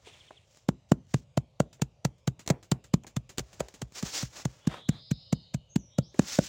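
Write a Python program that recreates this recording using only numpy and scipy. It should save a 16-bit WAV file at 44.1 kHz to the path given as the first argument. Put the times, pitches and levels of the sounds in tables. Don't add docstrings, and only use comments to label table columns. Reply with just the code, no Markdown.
import sys
import numpy as np
from scipy import signal
from scipy.fft import rfft, irfft, next_fast_len
from scipy.io import wavfile
from scipy.ndimage import map_coordinates

SR = 44100
rng = np.random.default_rng(int(sys.argv[2]) if len(sys.argv) > 2 else 0)


def generate_wav(signal):
    frames = np.transpose(np.atleast_2d(signal))
    scaled = np.clip(frames, -1, 1) * 32767
    pcm = np.round(scaled).astype(np.int16)
    wavfile.write(sys.argv[1], SR, pcm)


N = 286031
TIME = np.arange(N) / SR

# (time [s], thud level [dB], settled thud pitch [Hz], slap level [dB],
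# clack level [dB], crunch level [dB])
BLOWS = [(0.690, -8, 144.7, -10.5, -45, -32.5), (0.920, -1.5, 146, -7, -18, -29.5),
         (1.1442, -10, 127.5, -13.5, -37, -29), (1.3769, -10.5, 126, -14.5, -19, -29.5),
         (1.604, -10, 134.2, -8, -14.5, -27), (1.8223, -12.5, 131, -15.5, -58, -26),
         (2.053, -13, 129, -13.5, -26, -26), (2.279, -13, 122.5, -18, -33.5, -29),
         (2.5064, -8.7, 136.3, -15, -27.5, -28.5), (2.7203, -11, 130, -13.5, -27.5, -29),
         (2.941, -5, 142.8, -17.5, -30.5, -28.5), (3.17, -16, 123, -26, -49.5, -32.5),
         (3.403, -28, 120, -54, -42, -31), (3.6076, -27.5, 133, -38, -18, -41.5),
         (3.826, -24, 120, -30.5, -55.5, -35.5), (4.033, -16, 143.6, -61, -42, -41.5),
         (4.233, -20, 126, -30, -56, -34.5), (4.4564, -14, 128, -17.5, -33.5, -31.5),
         (4.675, -7.5, 142, -25.5, -53, -33.5), (4.8926, -7.3, 138.3, -29, -37, -30.5),
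         (5.116, -10.5, 133.6, -45, -45, -35), (5.33, -8.5, 137.5, -22.5, -26.5, -30),
         (5.547, -14.5, 130, -47, -35, -35.5), (5.7624, -6.5, 146, -28.5, -31.5, -33),
         (5.988, -8.5, 132.5, -31, -20, -32.5), (6.195, -3.5, 152.4, -7.5, -24.5, -28),
         (6.39, -4.5, 147.7, -13.5, -12, -31.5)]
# (thud pitch [Hz], decay by 60 dB [s])
PACKING = [(127, 0.061), (148, .027)]
# (frequency [Hz], level [dB], decay by 60 dB [s])
HEAD_MODES = [(520, -2, .015), (660, -2, .015), (1450, -13, .01)]
# (time [s], knock level [dB], tick level [dB])
KNOCKS = [(0.071, -38, -58), (0.307, -37, -75), (0.572, -64.5, -52), (1.796, -47.5, -78),
          (2.463, -49, -41.5), (2.476, -32, -25), (2.489, -37, -32), (2.501, -15.5, -21.5),
          (2.716, -27.5, -23), (3.036, -70, -49.5), (3.045, -41, -67), (3.375, -51.5, -43.5),
          (3.382, -35.5, -22.5), (3.604, -22, -27), (3.685, -67, -42), (3.817, -37.5, -33.5),
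          (3.922, -77.5, -49), (4.027, -34, -31), (6.143, -39.5, -58)]
# (frequency [Hz], width [Hz], level [dB])
BRICK_MODES = [(391, 91, 5), (664, 190, 4), (758, 210, 3), (1084, 310, -4.5), (1248, 390, -7.5),
               (2400, 700, -20)]
# (time [s], level [dB])
SPILLS = [(1.729, -39), (2.181, -55.5), (2.393, -34), (2.628, -37.5), (2.840, -39), (3.067, -33.5),
          (3.292, -32), (3.53, -38), (3.74, -35.5), (6.144, -49)]
# (time of the height [s], rise [s], fall [s],
# hiss level [dB], dull rub level [dB])
SCRAPES = [(0.11, 0.097, 0.19, -66.5, -66), (0.565, 0.089, .07, -66.5, -88), (0.899, .01, 0.012, -65, -80),
           (1.15, 0.052, .058, -59.5, -72), (3.64, 0.23, 0.19, -65, -66), (3.98, 0.027, 0.027, -40, -50),
           (4.077, 0.039, 0.031, -41, -48.5), (4.161, 0.03, 0.069, -33, -44.5),
           (4.388, 0.055, 0.039, -47.5, -52.5), (4.54, 0.12, 0.11, -65, -65.5),
           (4.733, 0.051, 0.062, -67, -46), (4.952, 0.059, 0.049, -72, -59), (6.229, .06, 0.08, -53.5, -56),
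           (6.33, 0.054, .053, -36, -53.5), (6.455, .036, .036, -42, -60.5)]
# (time [s], level [dB])
RUSTLE = [(0.043, -94), (0.076, -50.5), (0.11, -60.5), (0.2, -63), (0.3, -64.5), (0.45, -72.5)]
# (frequency [Hz], relative density [dB per Hz])
GRIT_COLOUR = [(300, 7.5), (900, -2.5), (2000, -2), (3500, -3), (5500, -3.5), (7200, 2), (8500, -11),
               (11000, -17.5), (13700, -24.5), (15200, -9), (16500, -38.5)]
# (frequency [Hz], relative density [dB per Hz])
HISS_COLOUR = [(200, -17), (700, -25), (1500, -5), (3000, -3), (4200, -1.5), (5600, 2.5), (7200, 0.5),
               (8500, -11), (11000, -20), (13500, -24.5), (15100, -13), (16200, -15.5)]
# (frequency [Hz], relative density [dB per Hz])
RUB_COLOUR = [(120, -7.5), (300, 1.5), (600, 3.5), (1200, 0.5), (2600, -6.5), (4000, -11.5), (8000, -22),
              (16000, -39)]
# (frequency [Hz], relative density [dB per Hz])
CLOTH_COLOUR = [(300, 2), (1500, -8), (2200, 6.5), (3600, 7.5), (4800, -4), (9000, -7.5), (12000, -33)]
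# (frequency [Hz], decay by 60 dB [s])
YARD_DECAY = [(60, 0.83), (150, 0.14), (500, 0.25), (1500, 0.15), (5000, 0.057), (12000, 0.18)]
# (frequency [Hz], relative level [dB])
YARD_COLOUR = [(50, -2.5), (150, -3), (300, 5), (600, -7.5), (1000, -5), (2000, -9), (10000, -10)]
# (start [s], length [s], first pitch [Hz],
# middle pitch [Hz], last pitch [Hz], trill depth [Hz], level [dB])
WHEEZES = [(4.53, 1.02, 2923, 3916, 3923, 353, -50.5), (4.885, 0.61, 4500, 5015, 4490, 255, -52.5),
           (5.094, 0.71, 3040, 3023, 2910, 130, -64.5), (5.682, 0.13, 6280, 6540, 6630, 200, -53.5),
           (5.759, .19, 6380, 5830, 5730, 200, -55), (5.866, 0.31, 3410, 3620, 4040, 380, -60),
           (6.009, .11, 4200, 5450, 6180, 403, -54.5)]
# (time [s], level [dB])
CHIPS = [(0.13, -52), (0.2, -51.5), (0.274, -53.5), (0.365, -52.5)]
# (frequency [Hz], decay by 60 dB [s])
TREE_DECAY = [(3000, 1), (7000, 0.21)]
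# (frequency [Hz], relative density [dB per Hz])
AIR_COLOUR = [(18, -42.5), (30, -2.5), (109, 7.5), (210, -9.5), (245, -27), (540, -7), (600, -7),
              (1540, -28), (2980, -45.5), (5740, -53.5), (6380, -38.5), (10500, -44.5), (16000, -56.5)]
# (frequency [Hz], relative density [dB per Hz])
HAZE_COLOUR = [(1500, -17), (2300, -3), (3200, -1), (4500, -8), (6000, -7), (7500, -10.5), (10000, -32)]


def blows(crunch_width=.0013, soft_stretch=0.13, crunch_db=10.5, settle_db=-15, settle_t60=0.039,
          trickle_db=-32, trickle_t60=0.11, clack_db=-2, low_ring_db=-31, low_ring_hz=60, low_ring_t60=0.12,
          low_ring_rise=0.01, slap_hz=400, lead_s=.0012, lead_growth=0.75, usual_db=-5.5):
    body, pressure = np.zeros(N), np.zeros(N)
    t = np.arange(-SR // 50, SR // 3) / SR
    after = np.maximum(t, 0)
    hardest_db = max(row[3] for row in BLOWS)
    low_level = amp(low_ring_db - 60 * after / low_ring_t60) * (1 - np.exp(-after / low_ring_rise))
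    low_ring = low_level * np.sin(2 * np.pi * low_ring_hz * after)
    settle = amp(settle_db - 60 * after / settle_t60) + amp(trickle_db - 60 * after / trickle_t60)
    settle = settle * (t > 0)
    for s, thud_db, thud_hz, slap_db, head_db, grit_db in BLOWS:
        stop = amp(thud_db) * thud(t, thud_hz, along(PACKING, thud_hz))
        stop = stop + amp(slap_db) * slap(t, slap_hz)
        add(body, s + t[0], stop + amp(head_db + clack_db) * clack(t) + low_ring)
        lead = lead_s * amp(lead_growth * (usual_db - thud_db))
        width = crunch_width * amp(soft_stretch * (hardest_db - slap_db))
        crush = amp(crunch_db) * np.exp(-np.hypot(1, (t + lead) / width * 1.24))
        add(pressure, s + t[0], amp(grit_db) * (crush + settle))
    return body + pressure * grains(GRIT_COLOUR, rate=16000, spread_db=2)


def thud(t, hz, t60, stiffening=0.45, relax=0.003, contact=0.0022):
    cycles = hz * (t + stiffening * relax * (1 - np.exp(-t / relax)))
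    onset = (1 + np.tanh(t / contact)) / 2
    return amp(-60 * np.maximum(t, 0) / t60) * np.cos(2 * np.pi * cycles) * onset


def slap(t, hz, softness=0.14):
    u = 2 * np.pi * hz * t
    return np.gradient(u * np.exp(-np.hypot(u, softness)), u)


def clack(t, contact=0.0016):
    ring = np.zeros(len(t))
    for hz, db, t60 in HEAD_MODES:
        detuned_hz = hz * rng.normal(1, .06)
        level = amp(db + rng.normal(0, 0.53) - 60 * np.maximum(t, 0) / t60)
        ring += level * np.sin(2 * np.pi * detuned_hz * t)
    return ring * (1 + np.tanh(t / contact + 1)) / 2


def brick_response(hz):
    total = 0
    for k, (centre, width, db) in enumerate(BRICK_MODES):
        loss = 1j * hz * width
        total = total + (-1) ** k * amp(db) * loss / (centre ** 2 - hz ** 2 + loss)
    return total


def knocks(tick_t60=0.023, chatter_t60=0.015, hollow_db=-22, hollow_t60=0.24):
    out, ticks = np.zeros(N), np.zeros(N)
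    t = np.arange(SR // 4) / SR
    drive = amp(-60 * t / chatter_t60) + amp(hollow_db - 60 * t / hollow_t60)
    for s, knock_db, tick_db in KNOCKS:
        ring = filtered(rng.standard_normal(len(t)) * drive, brick_response)
        add(out, s, amp(knock_db) * ring / np.abs(ring).max())
        add(ticks, s, amp(tick_db - 60 * t / tick_t60))
    return out + ticks * grains(GRIT_COLOUR, rate=11000, spread_db=0)


def spills(trim_db=-12, rise=0.00028, t60=0.12):
    flow, t = np.zeros(N), np.arange(SR // 5) / SR
    for s, db in SPILLS:
        add(flow, s, amp(db + trim_db - 60 * t / t60) * (1 - np.exp(-t / rise)))
    return flow * grains(GRIT_COLOUR, rate=5000, spread_db=3.5)


def scrapes(judder_db=1.35, skip_db=-42):
    hiss, rub = np.zeros(N), np.zeros(N)
    for s, rise, fall, hiss_db, rub_db in SCRAPES:
        span = np.where(TIME < s, rise, fall)
        stroke = np.exp(-np.minimum(((TIME - s) / span) ** 2, 20))
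        hiss += amp(hiss_db) * stroke
        rub += amp(rub_db) * stroke
    loose = grains(HISS_COLOUR, rate=16000, spread_db=3)
    packed = grains(RUB_COLOUR, rate=4000, spread_db=3.5)
    skipping = grains(GRIT_COLOUR, rate=80, spread_db=4)
    sliding = amp(judder_db * wobble(90)) * (hiss * loose + rub * packed)
    return sliding + amp(skip_db) * np.sqrt(hiss) * skipping


def rustle():
    s, db = np.transpose(RUSTLE)
    level = np.interp(TIME, s, amp(db), left=0, right=0)
    return level * grains(CLOTH_COLOUR, rate=4000, spread_db=3)


def near_wall(x, wall_db=-17, path=.004):
    delay = path * (1 + .25 * wobble(2))
    return amp(wall_db) * np.interp(TIME - delay, TIME, x)


def yard(x, wet_db=-29, delay=0.0097, count=13):
    knots = np.linspace(0, TIME[-1], count)
    echo = np.zeros(N)
    for share in np.eye(count):
        stretch = x * np.interp(TIME, knots, share)
        add(echo, delay, signal.oaconvolve(stretch, tail(YARD_DECAY, YARD_COLOUR)))
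    return amp(wet_db) * echo


def birds(trill_hz=140, chip_hz=3800, chip_fall_hz=1000, chip_length=0.0215, wet_db=-4, level_db=-1):
    attack, release, fade_db = 0.22, 0.077, 11
    song = np.zeros(N)
    for s, length, first_hz, middle_hz, last_hz, depth_hz, db in WHEEZES:
        u = np.clip((TIME - s) / length, 0, 1)
        arch = np.polyval(np.polyfit([0, .5, 1], [first_hz, middle_hz, last_hz], 2), u)
        swell = np.minimum(1, np.minimum(u / attack, (1 - u) / release)) ** 2
        trill_rate = trill_hz * (1 + 0.22 * wobble(60))
        trill = np.sin(2 * np.pi * np.cumsum(trill_rate) / SR)
        pitch = arch + depth_hz * (trill + 0.1204 * wobble(500))
        song += amp(db - fade_db * u) * swell * np.sin(2 * np.pi * np.cumsum(pitch) / SR)
    far = signal.fftconvolve(song, tail(TREE_DECAY, [(3000, 0)]))[:N]
    u = np.linspace(0, 1, int(chip_length * SR))
    chip = np.sin(np.pi * u) * np.sin(2 * np.pi * np.cumsum(chip_hz - chip_fall_hz * u) / SR)
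    for s, db in CHIPS:
        add(song, s, amp(db) * chip)
    return amp(level_db) * (song + amp(wet_db) * far)


def air(level_db=-65, haze_db=-77):
    murk = patchy(coloured(rng.standard_normal(N), AIR_COLOUR), depth_db=2.5, width_hz=250, span=.1)
    haze = patchy(coloured(rng.standard_normal(N), HAZE_COLOUR), depth_db=3.5, width_hz=400, span=.13)
    return amp(level_db) * murk + amp(haze_db) * haze


def grains(spectrum, rate, spread_db):
    clicks = (rng.random(N) < rate / SR) * np.sign(rng.standard_normal(N))
    return coloured(clicks * amp(spread_db * rng.standard_normal(N)), spectrum)


def tail(t60s, tone):
    hz, t, z = signal.stft(rng.standard_normal(SR // 2), SR, nperseg=512)
    gain = amp(along(tone, hz)[:, None] - 60 * t / along(t60s, hz)[:, None])
    echo = signal.istft(z * gain, SR, nperseg=512)[1]
    return echo / np.linalg.norm(echo)


def patchy(x, depth_db, width_hz, span):
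    hz, t, z = signal.stft(x, SR, nperseg=512)
    grid = np.meshgrid(hz / width_hz, t / span, indexing="ij")
    field = map_coordinates(rng.standard_normal((256, 512)), grid, mode="grid-wrap")
    return unit(signal.istft(z * amp(depth_db * field), SR, nperseg=512)[1][:N])


def wobble(rate):
    return map_coordinates(rng.standard_normal(int(N * rate / SR) + 4), [TIME * rate])


def coloured(x, spectrum):
    return unit(filtered(x, lambda hz: amp(along(spectrum, hz))))


def filtered(x, response):
    m = next_fast_len(len(x) + 8192)
    return irfft(rfft(x, m) * response(np.fft.rfftfreq(m, 1 / SR)), m)[:len(x)]


def along(points, hz):
    f, v = np.transpose(points)
    return np.interp(np.log(hz + 1), np.log(f), v)


def add(track, s, sound):
    i = max(round(s * SR), 0)
    track[i:i + len(sound)] += sound[:N - i]


def unit(x):
    return x / np.sqrt(np.mean(x ** 2) + 1e-20)


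def amp(db):
    return 10 ** (np.asarray(db) / 20)


def scene():
    work = blows() + knocks() + spills() + scrapes() + rustle()
    return (work + near_wall(work) + yard(work) + birds() + air())[None]


def record(dry, low_hz=46, top_hz=16000):
    bass_cut = signal.butter(4, low_hz, "high", fs=SR, output="sos")
    thinned = signal.sosfilt(bass_cut, dry[0])
    return filtered(thinned, lambda hz: hz < top_hz)[None]


dry = scene()
out = record(dry)
generate_wav(out)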